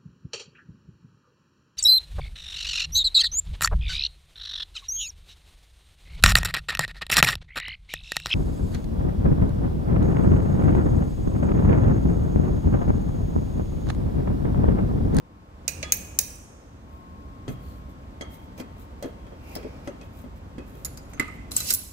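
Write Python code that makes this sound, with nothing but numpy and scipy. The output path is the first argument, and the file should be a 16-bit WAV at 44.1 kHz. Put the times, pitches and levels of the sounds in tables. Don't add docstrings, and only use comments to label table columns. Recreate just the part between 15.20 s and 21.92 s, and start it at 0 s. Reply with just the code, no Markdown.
import sys
import numpy as np
from scipy import signal
from scipy.fft import rfft, irfft
from scipy.io import wavfile

SR = 44100
rng = np.random.default_rng(int(sys.argv[2]) if len(sys.argv) > 2 else 0)


def transcribe(signal):
    frames = np.atleast_2d(signal).T
    limited = np.clip(frames, -1, 1)
    pcm = np.round(limited * 32767).astype(np.int16)
    wavfile.write(sys.argv[1], SR, pcm)


N = 296352

# (frequency [Hz], relative density [dB])
CLAMP_SPECTRUM = [(88, -20), (150, -3), (378, -2.5), (830, -14), (2050, 6.5), (3230, -4.5), (5590, 4),
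                  (9890, 0.5), (13000, 3.5), (15600, -8), (16500, -37)]


def hammer_blows():
    # (time [s], thud [dB], ring [dB], left-right [dB], favoured pitch [Hz], its lift [dB])
    blows = [(0.4793, -45, -21, -5.5, 2428, 23), (0.628, -39, -32.5, -1, 2020, 11.5),
             (0.7213, -45, -15, -1.5, 11980, 6.5), (0.9887, -49, -15.5, -0.5, 5890, 7)]
    # (frequency [Hz], relative level [dB], t60 [s])
    jaw_modes = [(329, -0.5, .15), (604, -5.5, .2), (1690, -4.5, 0.45), (2020, -3.5, .1), (2240, -8, 0.19),
                 (2387, -5.5, 0.1), (2420, -5, .1), (2479, -6.5, 0.16), (2900, -13, .1),
                 (3940, -2.5, 0.037), (4830, -10, 0.05), (5370, -7.5, .2), (5880, -16.5, 0.52),
                 (5900, -17, 0.52), (6800, 2.5, 0.11), (6470, 15, 0.039), (6600, -8, 0.25),
                 (6280, -11, 0.29), (8550, -14.5, 0.32), (8890, -4.5, 0.062), (9150, -13, 0.15),
                 (9540, -14, 0.1), (10780, -9, 0.16), (10750, -12, 0.51), (11980, 0.5, 0.13),
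                 (13300, -18.5, .3), (13800, -6.5, .2), (15070, -15.5, 0.25), (15600, -11, .3)]
    # (frequency [Hz], relative density [dB])
    crack = [(88, -77.5), (150, -45.5), (594, -12.5), (1140, -39), (2500, -14), (3350, -31.5), (3930, -16),
             (4870, -10.5), (6550, -1.5), (8290, -8.5), (10100, -17.5), (12300, -13), (13000, -21),
             (15600, -14), (16500, -36.5)]
    return contacts(blows, jaw_modes, crack, crack_t60_s=[0.049, 0.064, 0.022, 0.019],
                    body_db=6, body_share=0.25, sheen_db=-21.5, sheen_share=1.615, crack_db=7,
                    ring_db=-21, scatter_db=0.4, swell_rate=46, chatter_s=0.002, clean=1.0, rough=2.0)


def strip_ring():
    # (frequency [Hz], level [dB], t60 [s])
    modes = [(1233, -45.5, 0.42), (3370, -46, 1)]
    start_s, stop_s = 0.64, 0.7213
    flick = np.zeros(N)
    flick[round(start_s * SR)] = 1
    out = sum(from_db(level_db) * ring(flick, hz, t60_s) for hz, level_db, t60_s in modes)
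    out[round(stop_s * SR):] = 0
    return out * from_db([[-1.5], [1.5]])


def screw_knocks():
    # (time [s], thud [dB], ring [dB], left-right [dB], favoured pitch [Hz], its lift [dB])
    knocks = [(2.2799, -30.5, -44.5, 4, 124, 19), (2.2944, -52, -81, -1, 250, 40),
              (3.01, -32.5, -39, 2, 2143, 13.5), (3.3774, -49, -49, 0, 6300, 5),
              (3.3993, -34.5, -44, 3.5, 250, 15), (3.8253, -39.5, -39, -0.5, 568, 19),
              (3.8444, -28.5, -62, 0, 327, 7.5), (4.0671, -43.5, -64, 5, 250, 8),
              (4.1222, -40.5, -75, 0, 568, 3), (4.3527, -41.5, -37.5, -2, 5170, 17),
              (4.3636, -37, -58, 6, 477, 20), (4.429, -44, -56, 0, 2143, 11),
              (4.4467, -32, -92, 3, 327, -7), (4.6738, -31, -43, 3, 568, 11), (4.812, -44, -51, 2, 2540, 8),
              (5.0412, -43, -65, 1.5, 250, 28), (5.3817, -32.5, -51.5, -1.5, 250, 19),
              (5.5493, -42, -73, -1, 124, 0)]
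    # (frequency [Hz], relative level [dB], t60 [s])
    held_modes = [(124, -8.5, 0.3), (250, -9.5, 0.092), (327, 6.5, 0.066), (432, -13, .05),
                  (477, 2.5, 0.06), (568, 2, 0.092), (673, -5, .05), (937, 1, 0.04), (1289, 2, 0.21),
                  (1713, 0, 0.063), (2000, 6, 0.044), (2143, -3, 0.14), (2540, -4, 0.18), (2820, 0, 0.045),
                  (3300, -16, 0.05), (3244, 5.5, 0.056), (4120, -2, 0.046), (5170, -4, 0.029),
                  (4560, -4, 0.081), (6300, -5.5, 0.12), (9100, -29, 0.036), (13800, -9, 0.036)]
    # (frequency [Hz], relative density [dB])
    crack = [(88, -34), (150, -36), (271, 7.5), (560, 1.5), (916, -21.5), (2090, -23.5), (2310, -37.5),
             (12500, -45.5), (15600, -35), (16500, -60)]
    return contacts(knocks, held_modes, crack, crack_t60_s=[0.15, 0.19, 0.074, 0.024],
                    body_db=-4, body_share=0.44, sheen_db=-1, sheen_share=3.3, crack_db=-1.5,
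                    ring_db=-10.5, scatter_db=2.5, swell_rate=37, chatter_s=0.025, clean=0.95, rough=0.69)


def clamp_clinks():
    # (time [s], thud [dB], ring [dB], left-right [dB], favoured pitch [Hz], its lift [dB])
    clinks = [(5.648, -57, -29, -6, 6830, 15.5), (5.6525, -45.5, -32, 8, 11460, 16),
              (5.7733, -56, -39, 2.5, 4950, 20.5), (5.9344, -46.5, -49.5, 0, 6350, 25),
              (5.975, -48, -62, 4, 1240, 11.5), (5.9968, -25.5, -25, 0, 2000, 12),
              (6.0794, -50, -51.5, -6, 1240, 15), (6.3165, -45.5, -30.5, 0.5, 4040, 26),
              (6.3649, -44.5, -20.5, -1, 7900, 25.5), (6.4034, -45, -24, 3, 4040, 17),
              (6.5051, -40, -17, -0.5, 5680, 21), (6.5095, -48, -28, 4, 4040, 25),
              (6.5254, -78, -32, -16, 5680, -1), (6.5373, -90, -21.5, 1, 7240, 4),
              (6.5473, -88, -27, -1, 11180, -12)]
    # (frequency [Hz], relative level [dB], t60 [s])
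    loose_modes = [(285, 2.5, 0.15), (1240, 6, 0.075), (1512, 4.5, 0.12), (1780, -8, 0.042),
                   (2046, 3.5, 0.075), (2270, -2, .05), (2600, -2, 0.083), (2860, -9, 0.041),
                   (4040, -17, 0.06), (4950, -15.5, 0.075), (5680, -19.5, 0.13), (6350, -16, 0.16),
                   (6830, -7.5, 0.046), (7240, -7, 0.077), (7900, -12.5, 0.037), (8400, -2, .04),
                   (10770, -18, 0.28), (11180, -0.5, 0.051), (11460, -21, 0.19), (12200, -4, 0.074),
                   (12950, -22, .1), (14000, -4, 0.046), (15100, -12, .07)]
    return contacts(clinks, loose_modes, CLAMP_SPECTRUM, crack_t60_s=[0.076, 0.12, 0.024, 0.013],
                    body_db=-4.5, body_share=0.12, sheen_db=-7.5, sheen_share=1.278, crack_db=0.5,
                    ring_db=-8.5, scatter_db=1.2, swell_rate=28, chatter_s=0.004, clean=0.64, rough=1.31)


def contacts(events, modes, crack, crack_t60_s, body_db, body_share, sheen_db, sheen_share,
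             crack_db, ring_db, scatter_db, swell_rate, chatter_s, clean, rough):
    # (low [Hz], high [Hz])
    ranges_hz = [(110, 900), (900, 3500), (3500, 9500), (9500, 16000)]
    time_s, thud_db, ring_range_db, pan_db, favoured_hz, lift_db = np.transpose(events)
    hardness_db = ring_range_db - thud_db
    levels_db = [thud_db, thud_db + body_db + body_share * hardness_db,
                 ring_range_db, thud_db + sheen_db + sheen_share * hardness_db]
    onsets = np.round(time_s * SR).astype(int)
    sides = from_db(np.outer([0.5, -0.5], pan_db))

    noise = port_noise(crack, alike_share=0.98)
    out = np.zeros((2, N))
    for (low, high), level_db, t60_s in zip(ranges_hz, levels_db, crack_t60_s):
        clicks = np.zeros((2, N))
        clicks[:, onsets] = sides * from_db(level_db + crack_db)
        decay = from_db(-60 / (t60_s * SR))
        fading = signal.lfilter([1], [1, -decay], clicks + 1e-18)
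        swell = 1 - np.exp(-swell_rate * np.sqrt(low) / SR)
        envelope = signal.lfilter([swell], [1, swell - 1], fading)
        out += envelope * unit_rms(band(noise, low, high))

    strength_db = scatter_db * rng.standard_normal((len(onsets), len(modes), 2)).T + ring_db
    log_pitch = np.log(np.array(modes)[:, :1])
    strength_db += lift_db * np.exp(-((log_pitch - np.log(favoured_hz)) / 0.04) ** 2)
    delays_s = rng.random((len(onsets), 3)) * [0, 1, 1] * chatter_s
    touches = onsets[:, None] + (delays_s * SR).astype(int)
    beating = flutter(rate_hz=68)
    beating[1] = 0.34 * beating[0] + 1.6 * beating[1]
    splits_hz = [high for low, high in ranges_hz[:-1]]
    for k, (hz, mode_db, t60_s) in enumerate(modes):
        level_db = levels_db[np.searchsorted(splits_hz, hz)]
        gains = sides * from_db(level_db + mode_db + strength_db[:, k])
        clicks = np.zeros((2, N))
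        clicks[:, touches] = gains[:, :, None] * [1, 0.45, 0.3]
        if hz > 800 and k % 3 == 2:
            clicks[1] *= -1
        beats = clean + rough * np.roll(beating, k * 4001, axis=1)
        out += beats * ring(clicks, hz, t60_s)
    return out


def jingle():
    # (time [s], level [dB])
    envelope = [(6.31, -45.5), (6.36, -39), (6.37, -29.5), (6.43, -36.5), (6.48, -31), (6.51, -22.5),
                (6.55, -44), (6.72, -52)]
    clicks_per_s = 90
    (gain,) = gain_curves(envelope)
    parts = 0
    for hz in np.geomspace(2600, 15000, num=30):
        sizes = from_db(3 * np.minimum(rng.exponential(1, N), 4)) * rng.choice([-1, 1], (2, N))
        clicks = (rng.random(N) < clicks_per_s / SR) * sizes
        parts += from_db(at_hz(CLAMP_SPECTRUM, hz)) * np.sqrt(hz) * ring(clicks, hz, t60_s=0.052)
    hiss = unit_rms(band(port_noise(CLAMP_SPECTRUM, alike_share=0.33), 2730, 16400))
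    return gain * (0.81 * unit_rms(parts) + 0.64 * hiss) * from_db([[-1.5], [1.5]])


def rubbing():
    # (centre [s], half length [s], whisper [dB], scrape [dB])
    slips = [(1.757, 0.053, -74, -72), (2.311, 0.024, -55, -71), (2.488, 0.094, -64, -71.5),
             (2.705, 0.014, -66.5, -92), (3.142, 0.03, -55.5, -77), (3.234, 0.033, -68, -80),
             (3.402, 0.021, -55, -42), (3.614, 0.031, -60, -70), (3.862, 0.035, -63, -66),
             (4.09, 0.039, -82, -72), (4.317, 0.063, -57.5, -53), (4.42, 0.18, -81, -52),
             (4.67, 0.022, -66, -51), (4.844, 0.024, -69, -63), (4.99, 0.052, -60.5, -66),
             (5.172, 0.016, -66, -65), (5.484, 0.022, -63.5, -74), (5.585, 0.088, -63, -72),
             (5.91, 0.025, -65, -59), (6.15, 0.019, -67, -80)]
    # (frequency [Hz], relative density [dB])
    whisper_spectrum = [(2350, -12), (4000, -5.5), (4350, -16), (7500, -8), (9600, -12), (12200, -3.5),
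                        (15400, -7.5), (16000, -25), (16500, -42)]
    scrape_spectrum = [(760, 6), (1300, -9), (1740, -15), (2410, 5), (3140, -20), (3720, -32), (4790, -8),
                       (9000, -28), (11700, -91), (19800, -120)]
    start_s, stop_s, ease_s = 1.64, 6.3, 0.065
    t = np.arange(N) / SR
    grip = np.clip(np.minimum(t - start_s, stop_s - t) / ease_s, 0, 1)
    whisper, scrape = from_db(-82) * grip, from_db(-73) * grip
    for centre_s, half_s, whisper_db, scrape_db in slips:
        swell = np.exp(-((t - centre_s) / half_s) ** 2)
        whisper += from_db(whisper_db) * swell
        scrape += from_db(scrape_db) * swell
    stick_slip = from_db(3.4 * flutter(rate_hz=190))
    return (whisper * stick_slip * port_noise(whisper_spectrum, alike_share=0.71)
            + scrape * port_noise(scrape_spectrum, alike_share=0.65))


def thread_squeaks():
    # (centre [s], half length [s], pitch [Hz], level [dB])
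    squeaks = [(2.5, 0.067, 4400, -66), (3.5, 0.037, 2143, -70), (4.33, 0.092, 2730, -59)]
    t = np.arange(N) / SR
    out = 0
    for centre_s, half_s, hz, level_db in squeaks:
        swell = np.exp(-((t - centre_s) / half_s) ** 2)
        out += from_db(level_db) * swell * unit_rms(ring(rng.standard_normal((2, N)), hz, t60_s=0.019))
    return out


def reverb(x):
    # (frequency [Hz], t60 [s], relative level [dB])
    room = [(299, .7, -36), (1017, 0.41, -24), (1707, 0.39, -30), (2510, 1.1, -28.5), (3880, 0.49, -28.5),
            (6020, 1.3, -42.5), (9700, 0.67, -34.5), (14960, 0.43, -36.5)]
    t = np.arange(SR) / SR
    edges_hz = 150 * 2 ** np.arange(0, 7.1, 0.5)
    tail = 0
    for low, high in zip(edges_hz, edges_hz[1:]):
        hz = np.sqrt(low * high)
        fade_db = at_hz(room, hz, column=2) - 60 * t / at_hz(room, hz)
        tail += from_db(fade_db) * band(rng.standard_normal((2, SR)), low, high)
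    onset = np.clip((t - 0.004) / 0.004, 0, 1)
    return signal.fftconvolve(x, 0.23 * tail * onset, axes=1)[:, :N]


def workshop():
    # (time [s], rumble [dB], murmur [dB])
    noise_levels = [(0.0, -50.5, -56.5), (0.32, -48.5, -54), (0.63, -38.5, -46), (0.85, -42.5, -49.5),
                    (1.38, -48, -53), (1.8, -44.5, -52.5), (2.38, -39.5, -50.5), (2.75, -42, -51),
                    (4.19, -43, -50), (4.57, -42, -47.5), (5.02, -42.5, -51), (6.45, -41, -48.5),
                    (6.72, -47.5, -57.5)]
    # (frequency [Hz], relative density [dB])
    rumble_spectrum = [(12, -49), (20, -18.5), (29, -3), (47, -3.5), (64, 3), (140, -8.5), (195, -8.5),
                       (226, -9.5), (259, -10), (300, -11), (390, -40.5), (660, -120)]
    murmur_spectrum = [(88, -36), (150, -14.5), (201, -4.5), (227, -12.5), (281, -9), (356, -6.5),
                       (442, -9.5), (518, -8), (738, -12.5), (847, -13.5), (1090, -16), (1330, -18),
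                       (4330, -32), (8000, -37.5), (9600, -44.5), (12500, -41), (15500, -49.5),
                       (16500, -70.5)]
    # (lower [Hz], upper [Hz])
    tones_hz = [903, 1075]
    # (time [s], lower [dB], upper [dB])
    tone_levels = [(0, -65, -60), (1.599, -69, -63), (1.75, -55, -51.5), (2.6, -75, -53), (3.001, -54, -59),
                   (6.72, -65, -59.5)]
    rumble, murmur = gain_curves(noise_levels)
    out = rumble * port_noise(rumble_spectrum, alike_share=0.97)
    out += murmur * port_noise(murmur_spectrum, alike_share=0.91)
    for hz, gain in zip(tones_hz, gain_curves(tone_levels)):
        wander_rad = np.cumsum(0.012 * rng.standard_normal(N))
        out += gain * np.sin(2 * np.pi * hz * np.arange(N) / SR + wander_rad) * [[1.5], [-0.8]]
    return out


def port_noise(spectrum, alike_share):
    # (frequency [Hz], coherence before scaling and clipping [-])
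    likeness = [(60, 2), (150, 0.6), (380, 1.83), (950, -0.26), (2380, .5), (5980, 0.32), (15000, -5.5)]
    # (frequency [Hz], left minus right phase [rad])
    phase = [(60, 0), (150, -.35), (430, -1.1), (1120, -2.1), (3010, -2.4), (6460, -1.6), (16400, -1.4)]
    # (frequency [Hz], left-right [dB])
    balance = [(60, -2.5), (150, 3), (300, 1), (600, 1.5), (1100, -3), (2400, -0.5), (6000, -3),
               (15000, 3.5)]
    hz = np.fft.rfftfreq(N, 1 / SR)
    left, own = rfft(rng.standard_normal((2, N))) * from_db(at_hz(spectrum, hz)) * (hz > 34)
    alike = np.clip(at_hz(likeness, hz) * alike_share, 0, 1)
    right = alike * left * np.exp(-1j * at_hz(phase, hz)) + np.sqrt(1 - alike ** 2) * own
    tilt = from_db(at_hz(balance, hz) / 2)
    return unit_rms(irfft([left * tilt, right / tilt], N))


def ring(clicks, hz, t60_s):
    radius, step_rad = from_db(-60 / (t60_s * SR)), 2 * np.pi * hz / SR
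    feedback = [1, -2 * radius * np.cos(step_rad), radius * radius]
    return signal.lfilter([0, np.sin(step_rad)], feedback, clicks + 1e-18)


def flutter(rate_hz):
    pole = np.exp(-2 * np.pi * rate_hz / SR)
    return unit_rms(signal.lfilter([1], [1, -2 * pole, pole * pole], rng.standard_normal((2, N))))


def gain_curves(rows):
    time_s, *columns = np.transpose(rows)
    t = np.arange(N) / SR
    return [from_db(np.interp(t, time_s, db, left=-150, right=-150)) for db in columns]


def at_hz(points, hz, column=1):
    points = np.array(points)
    return np.interp(np.log(np.maximum(hz, 1)), np.log(points[:, 0]), points[:, column])


def band(x, low_hz, high_hz):
    return signal.sosfilt(signal.butter(3, [low_hz, high_hz], "band", fs=SR, output="sos"), x)


def from_db(db):
    return 10 ** (np.asarray(db) / 20)


def unit_rms(x):
    return x / np.sqrt(np.mean(x ** 2) + 1e-20)


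def scene():
    metal = hammer_blows() + screw_knocks() + clamp_clinks() + strip_ring()
    return metal + reverb(metal) + jingle() + rubbing() + thread_squeaks() + workshop()


def record(dry):
    stopband_hz = 16500
    rounded = np.tanh(dry / 1.3) * 1.3 * 0.97
    return signal.sosfilt(signal.cheby2(18, 70, stopband_hz, fs=SR, output="sos"), rounded)


dry = scene()
out = record(dry)
transcribe(out)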